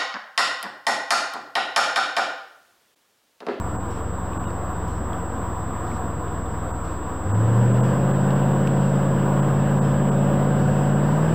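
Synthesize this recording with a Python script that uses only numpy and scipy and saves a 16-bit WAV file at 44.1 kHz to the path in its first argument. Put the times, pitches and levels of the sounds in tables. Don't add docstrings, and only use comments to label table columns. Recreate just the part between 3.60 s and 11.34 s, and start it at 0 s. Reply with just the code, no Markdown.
import sys
import numpy as np
from scipy import signal
from scipy.fft import rfft, irfft, next_fast_len
from scipy.io import wavfile
from scipy.ndimage import uniform_filter1d, map_coordinates

SR = 44100
rng = np.random.default_rng(int(sys.argv[2]) if len(sys.argv) > 2 else 0)


def invert_db(x):
    u = np.asarray(x, float) / 20
    return 10 ** u


def generate_wav(sig):
    pcm = np.round(np.clip(np.atleast_2d(sig).T, -1, 1) * 32767).astype(np.int16)
    wavfile.write(sys.argv[1], SR, pcm)


N = 341334
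TIME = np.arange(N) / SR
CAMERA_RATE_HZ = 16000


def unit(x):
    return x / np.sqrt(np.mean(x ** 2) + 1e-20)


def along(points, hz):
    point_hz, value = np.transpose(points)
    return np.interp(np.log(hz + 1), np.log(point_hz + 1), value)


def wobble(rate, step=1):
    coarse = TIME[::256]
    knots = rng.standard_normal(int(N * rate / SR) + 4)
    return np.interp(TIME[::step], coarse, map_coordinates(knots, [coarse * rate]))


def filtered(x, response):
    m = next_fast_len(N + SR // 2)
    return irfft(rfft(x, m) * response(np.fft.rfftfreq(m, 1 / SR)), m)[:N]


def rush(spectrum, patchy_db):
    z = signal.stft(rng.standard_normal(N + 2048), nperseg=1024)[2]
    patches = uniform_filter1d(rng.standard_normal(z.shape), size=6, axis=0)
    patches = uniform_filter1d(patches, size=8, axis=1)
    noise = signal.istft(z * invert_db(patchy_db * unit(patches)), nperseg=1024)[1][:N]
    return unit(filtered(noise, lambda hz: invert_db(along(spectrum, hz))))


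# time in seconds, firing rate in Hz, throttle from 0 to about 1.
ENGINE_COURSE = [(0, 89.13, 0), (1.5, 86.37, 0), (3.55, 81.1, 0), (3.62, 85.4, 0), (3.68, 93, 0.26),
                 (3.74, 104, 0.6), (3.8, 109.5, 0.69), (3.95, 116.9, 0.88), (4.05, 121.3, 0.97),
                 (4.16, 122.5, 1), (4.35, 134.4, .96), (4.7, 139, 1), (5.6, 140, .97), (7.1, 142.3, 1),
                 (7.38, 143.3, 0.98), (7.47, 145.9, 0.95), (7.74, 163.3, 1.08)]


def drive():
    s, firing_hz, throttle = np.transpose(ENGINE_COURSE)
    return np.interp(TIME, s, firing_hz), np.interp(TIME, s, throttle)


# frequency in Hz, density in dB per Hz.
ROAR_SPECTRUM = [(150, -16), (240, -9), (312, -2.5), (403, -13.5), (460, -6.5), (640, -12), (755, -6),
                 (826, -15.5), (970, -6), (1150, -10), (1700, -21), (2300, -35), (3600, -36.5),
                 (4200, -46.5), (5100, -43.5), (6800, -52.5)]
# frequency in Hz, density in dB per Hz.
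RUMBLE_SPECTRUM = [(15, -23.5), (45, -15.5), (60, -7), (100, -3), (170, 2.5), (260, -3), (330, -22),
                   (450, -45.5)]


def road():
    roar_db = -32 + 0.17 * wobble(2.1) + 0.72 * wobble(12)
    roar = invert_db(roar_db) * rush(ROAR_SPECTRUM + [(8000, -65.5)], patchy_db=1)
    throttle = drive()[1]
    rumble_db = -37 + 6 * throttle + 1.2 * wobble(7)
    return roar + invert_db(rumble_db) * rush(RUMBLE_SPECTRUM + [(900, -120)], patchy_db=0.5)


# start in seconds, peak level in dB, ring frequency in Hz,
# 60 dB decay time in seconds, share of broad crack as a ratio.
TRIM_TICKS = [(.7337, -38, 2570, .007, 0.22), (.84, -40, 2500, 0.0072, 0.34), (.856, -40, 2870, 0.07, .05),
              (.862, -50, 3730, .09, .05), (.9044, -50, 4800, .01, 2.6), (1.5314, -39.5, 3291, 0.017, 0.84),
              (2.3161, -42, 2210, 0.026, .3), (2.6798, -48, 3300, 0.012, 0.85),
              (2.8594, -50, 3530, 0.022, .5), (3.2026, -49, 2370, 0.02, .2),
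              (4.7067, -32, 3000, .003, 0.54), (5.017, -52, 6030, 0.007, 0.93),
              (5.0739, -24.5, 2650, 0.0035, 0.43)]


def trim():
    out, t = np.zeros(N + SR), np.arange(SR // 8) / SR
    for s, db, hz, t60, share in TRIM_TICKS:
        onset = 1 - np.exp(-t / 0.000097)
        ring = invert_db(-60 * t / t60) * np.sin(2 * np.pi * hz * t) * onset
        dull_noise = uniform_filter1d(rng.standard_normal(len(t)), size=6)
        crack = share * invert_db(-60 * t / 0.02) * dull_noise
        out[round(s * SR):][:len(t)] += invert_db(db + 6) * (ring + crack)
    return out[:N]


# level of one cylinder in dB, in firing order.
CYLINDER_PUFFS = [-14, -2.5, 3.5, -7, -0.5, -7.5, -10.5, 2.5]
# frequency in Hz, density in dB per Hz.
GAS_SPECTRUM = [(200, -35.5), (330, -4.5), (420, -5), (555, -3.5), (740, -10), (820, -7), (975, -8),
                (1260, -16), (1510, -10), (1850, -19.5), (2340, -28.5), (2840, -24.5), (3600, -31),
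                (4200, -41), (5100, -38), (6800, -48.5)]


def gas_rush():
    firing_hz, throttle = drive()
    firings = np.cumsum(firing_hz) / SR
    puff_db = np.take(CYLINDER_PUFFS, firings.astype(int) % len(CYLINDER_PUFFS))
    puffs = invert_db(puff_db - 9.8 * (firings % 1))
    flow = rush([(100, -120)] + GAS_SPECTRUM + [(8000, -61)], patchy_db=1.5)
    gas = unit(flow * (1 + 0.1 * unit(puffs)))
    return invert_db(-32 - 16.2 * (1 - throttle) + 0.3 * wobble(4)) * gas


# order, coasting level in dB, pulling level in dB.
LOW_ORDERS = [(4, -56, -39), (5, -60.5, -40), (6, -31, -37.5), (7, -47, -41), (9, -47, -58),
              (10, -37.5, -42.5), (12, -48, -39.5), (14, -64.5, -36), (15, -49.5, -55), (16, -42, -43.5)]
# frequency in Hz, level in dB.
CABIN_BOOM = [(80, -30), (93, -24.5), (104, -20.5), (118, -17.3), (128, -19.5), (134, -23), (140, -21.5),
              (156, -20)]
# frequency in Hz, level in dB.
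BANK_MODES = [(150, -47), (172, -28.5), (190, -26.5), (205, -25.5), (222, -33.5), (238, -31), (258, -49)]
# frequency in Hz, gain in dB.
PIPE_MODES = [(280, 0), (390, 1.5), (420, -6), (460, 2), (490, 0), (525, 3.5), (565, 2), (585, -1.5),
              (700, -7.5), (745, 2.5), (800, -13.5)]


def order_levels(firing_hz, throttle, step):
    shut = 1 - throttle
    overrun_db = -8.5 * np.clip(1 - 4.5 * throttle, 0, 1)
    levels = [(8, along(CABIN_BOOM, firing_hz) + overrun_db)]
    for k in (11, 13):
        levels.append((k, along(BANK_MODES, k * firing_hz / 8) - 17.5 * shut))
    surge_db = 90 * np.clip(throttle - 1, 0, 1)
    for k, coast, load in LOW_ORDERS:
        surge_sign = (k in (4, 6)) - (k in (12, 14))
        db = coast + throttle * (load - coast) + 1.5 * wobble(6.4, step)
        levels.append((k, db + surge_db * surge_sign))
    for k in range(17, 45):
        passing_db = 0.85 * along(PIPE_MODES, k * firing_hz / 8)
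        odd_db = -4 * (k % 2)
        fourth_db = 4 * (k in (31, 32, 34))
        pair_db = 2.5 * (k % 4 == 2)
        db = -44 + odd_db + fourth_db + pair_db + passing_db
        levels.append((k, db - 17.5 * shut + 1.5 * wobble(3, step)))
    return levels


def boom():
    step = 8
    firing_hz, throttle = [curve[::step] for curve in drive()]
    cycle = np.cumsum(firing_hz) * step / SR / 8
    cycle = cycle + 0.0004 * wobble(15, step)
    out = 0
    for k, db in order_levels(firing_hz, throttle, step):
        start = ((k - 1) % 3 - 1) / 6 if k <= 16 else rng.random()
        start += 0.5 * ((k % 2 == 1 and k % 3 != 2) or k == 4)
        turns = k * cycle + start + 0.012 * wobble(12, step)
        out = out - invert_db(db + 0.52 * wobble(14, step)) * np.sqrt(2) * np.cos(2 * np.pi * turns)
    return filtered(signal.resample_poly(out, step, 1)[:N], lambda hz: 1 / (1 + (62 / (hz + 1)) ** 10))


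def engine():
    return boom() + gas_rush()


def scene():
    return (road() + trim() + engine())[None]


# start in seconds, length in seconds, level in dB.
STORAGE_WRITES = [
    (0.302, 0.11, -55),
    (1.275, 0.12, -55),
    (2.263, .12, -54.5),
    (3.24, .14, -57),
    (4.23, .12, -53.5),
    (5.21, 0.16, -57),
    (6.228, .11, -54.5),
    (6.988, 0.33, -54),
    (7.45, 0.68, -56),
]
# frequency in Hz, density in dB per Hz.
HISS_SPECTRUM = [(1500, -24), (2500, 3), (4200, -2.5), (5200, 0.5), (6500, -8), (7900, -11.5)]


def storage():
    level = 0
    for s, length, db in STORAGE_WRITES:
        active = (TIME > s) * (TIME < s + length)
        level = level + invert_db(db - 5 * (TIME - s) / length) * active
    return uniform_filter1d(level, size=300) * rush([(500, -120)] + HISS_SPECTRUM, patchy_db=4)


# centre in seconds, length in seconds, depth in dB.
TREBLE_LOSSES = [(0.182, 0.034, -8), (0.787, 0.014, -15), (0.863, 0.016, -13), (3.126, 0.021, -11),
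                 (3.732, 0.022, -14), (4.131, 0.014, -8), (4.197, 0.013, -6), (4.222, 0.022, -13),
                 (4.528, 0.011, -9), (4.746, 0.017, -4), (5.813, 0.016, -9), (6.205, 0.019, -15),
                 (6.36, 0.016, -1), (6.507, 0.013, -21)]


def lose_treble(x):
    treble = filtered(x, lambda hz: 1 / (1 + (1750 / (hz + 1)) ** 12))
    loss_db = sum(db * np.exp(-((TIME - s) / length * 2) ** 4) for s, length, db in TREBLE_LOSSES)
    return x - treble * (1 - invert_db(loss_db))


# frequency before mirroring in Hz, gain in dB.
MIRROR_LEAK = [(250, -58), (400, -40), (1000, -27.5), (2000, -26.5), (4000, -13), (5200, -10.5),
               (5900, -5.5), (6500, -2), (7700, 4)]


def mirror_image(x):
    leak = filtered(x, lambda hz: invert_db(along(MIRROR_LEAK, hz)))
    leak = leak * 2 * np.cos(2 * np.pi * CAMERA_RATE_HZ * TIME)
    return filtered(leak, lambda hz: (hz > CAMERA_RATE_HZ / 2) & (hz < 15750))


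def starved(x):
    hz, _, z = signal.stft(x, SR, nperseg=1024)
    level = uniform_filter1d(np.abs(z) ** 2, size=12, axis=0)
    level = uniform_filter1d(level, size=3, axis=1)
    usual = signal.medfilt(level[(hz > 4500) & (hz < 6500)].mean(axis=0), 61)
    beside_whine = ((hz > 7000) & (hz < 9900))[:, None]
    weak = (level < usual * invert_db(2 * -7.5)) & beside_whine
    return signal.istft(z * ~weak, SR, nperseg=1024)[1][:N]


def whine():
    hz = 7692.3
    line = np.sin(2 * np.pi * hz * TIME)
    image = invert_db(-12) * np.sin(2 * np.pi * (CAMERA_RATE_HZ - hz) * TIME)
    flutter_db = 0.37 * wobble(7.4) + 0.41 * wobble(75) + 0.44 * wobble(150)
    return invert_db(-44.5 + 2 * drive()[1] + flutter_db) * (line + image)


def band_limit(x):
    return signal.sosfilt(signal.butter(12, 16740, fs=SR, output="sos"), x)


def record(dry):
    x = filtered(dry[0] + storage(), lambda hz: hz < CAMERA_RATE_HZ / 2)
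    x = lose_treble(x)
    x = starved(x + mirror_image(x))
    offset = -0.021
    mix = (x + whine() + offset)[None]
    return band_limit(mix)


dry = scene()
out = record(dry)
generate_wav(out)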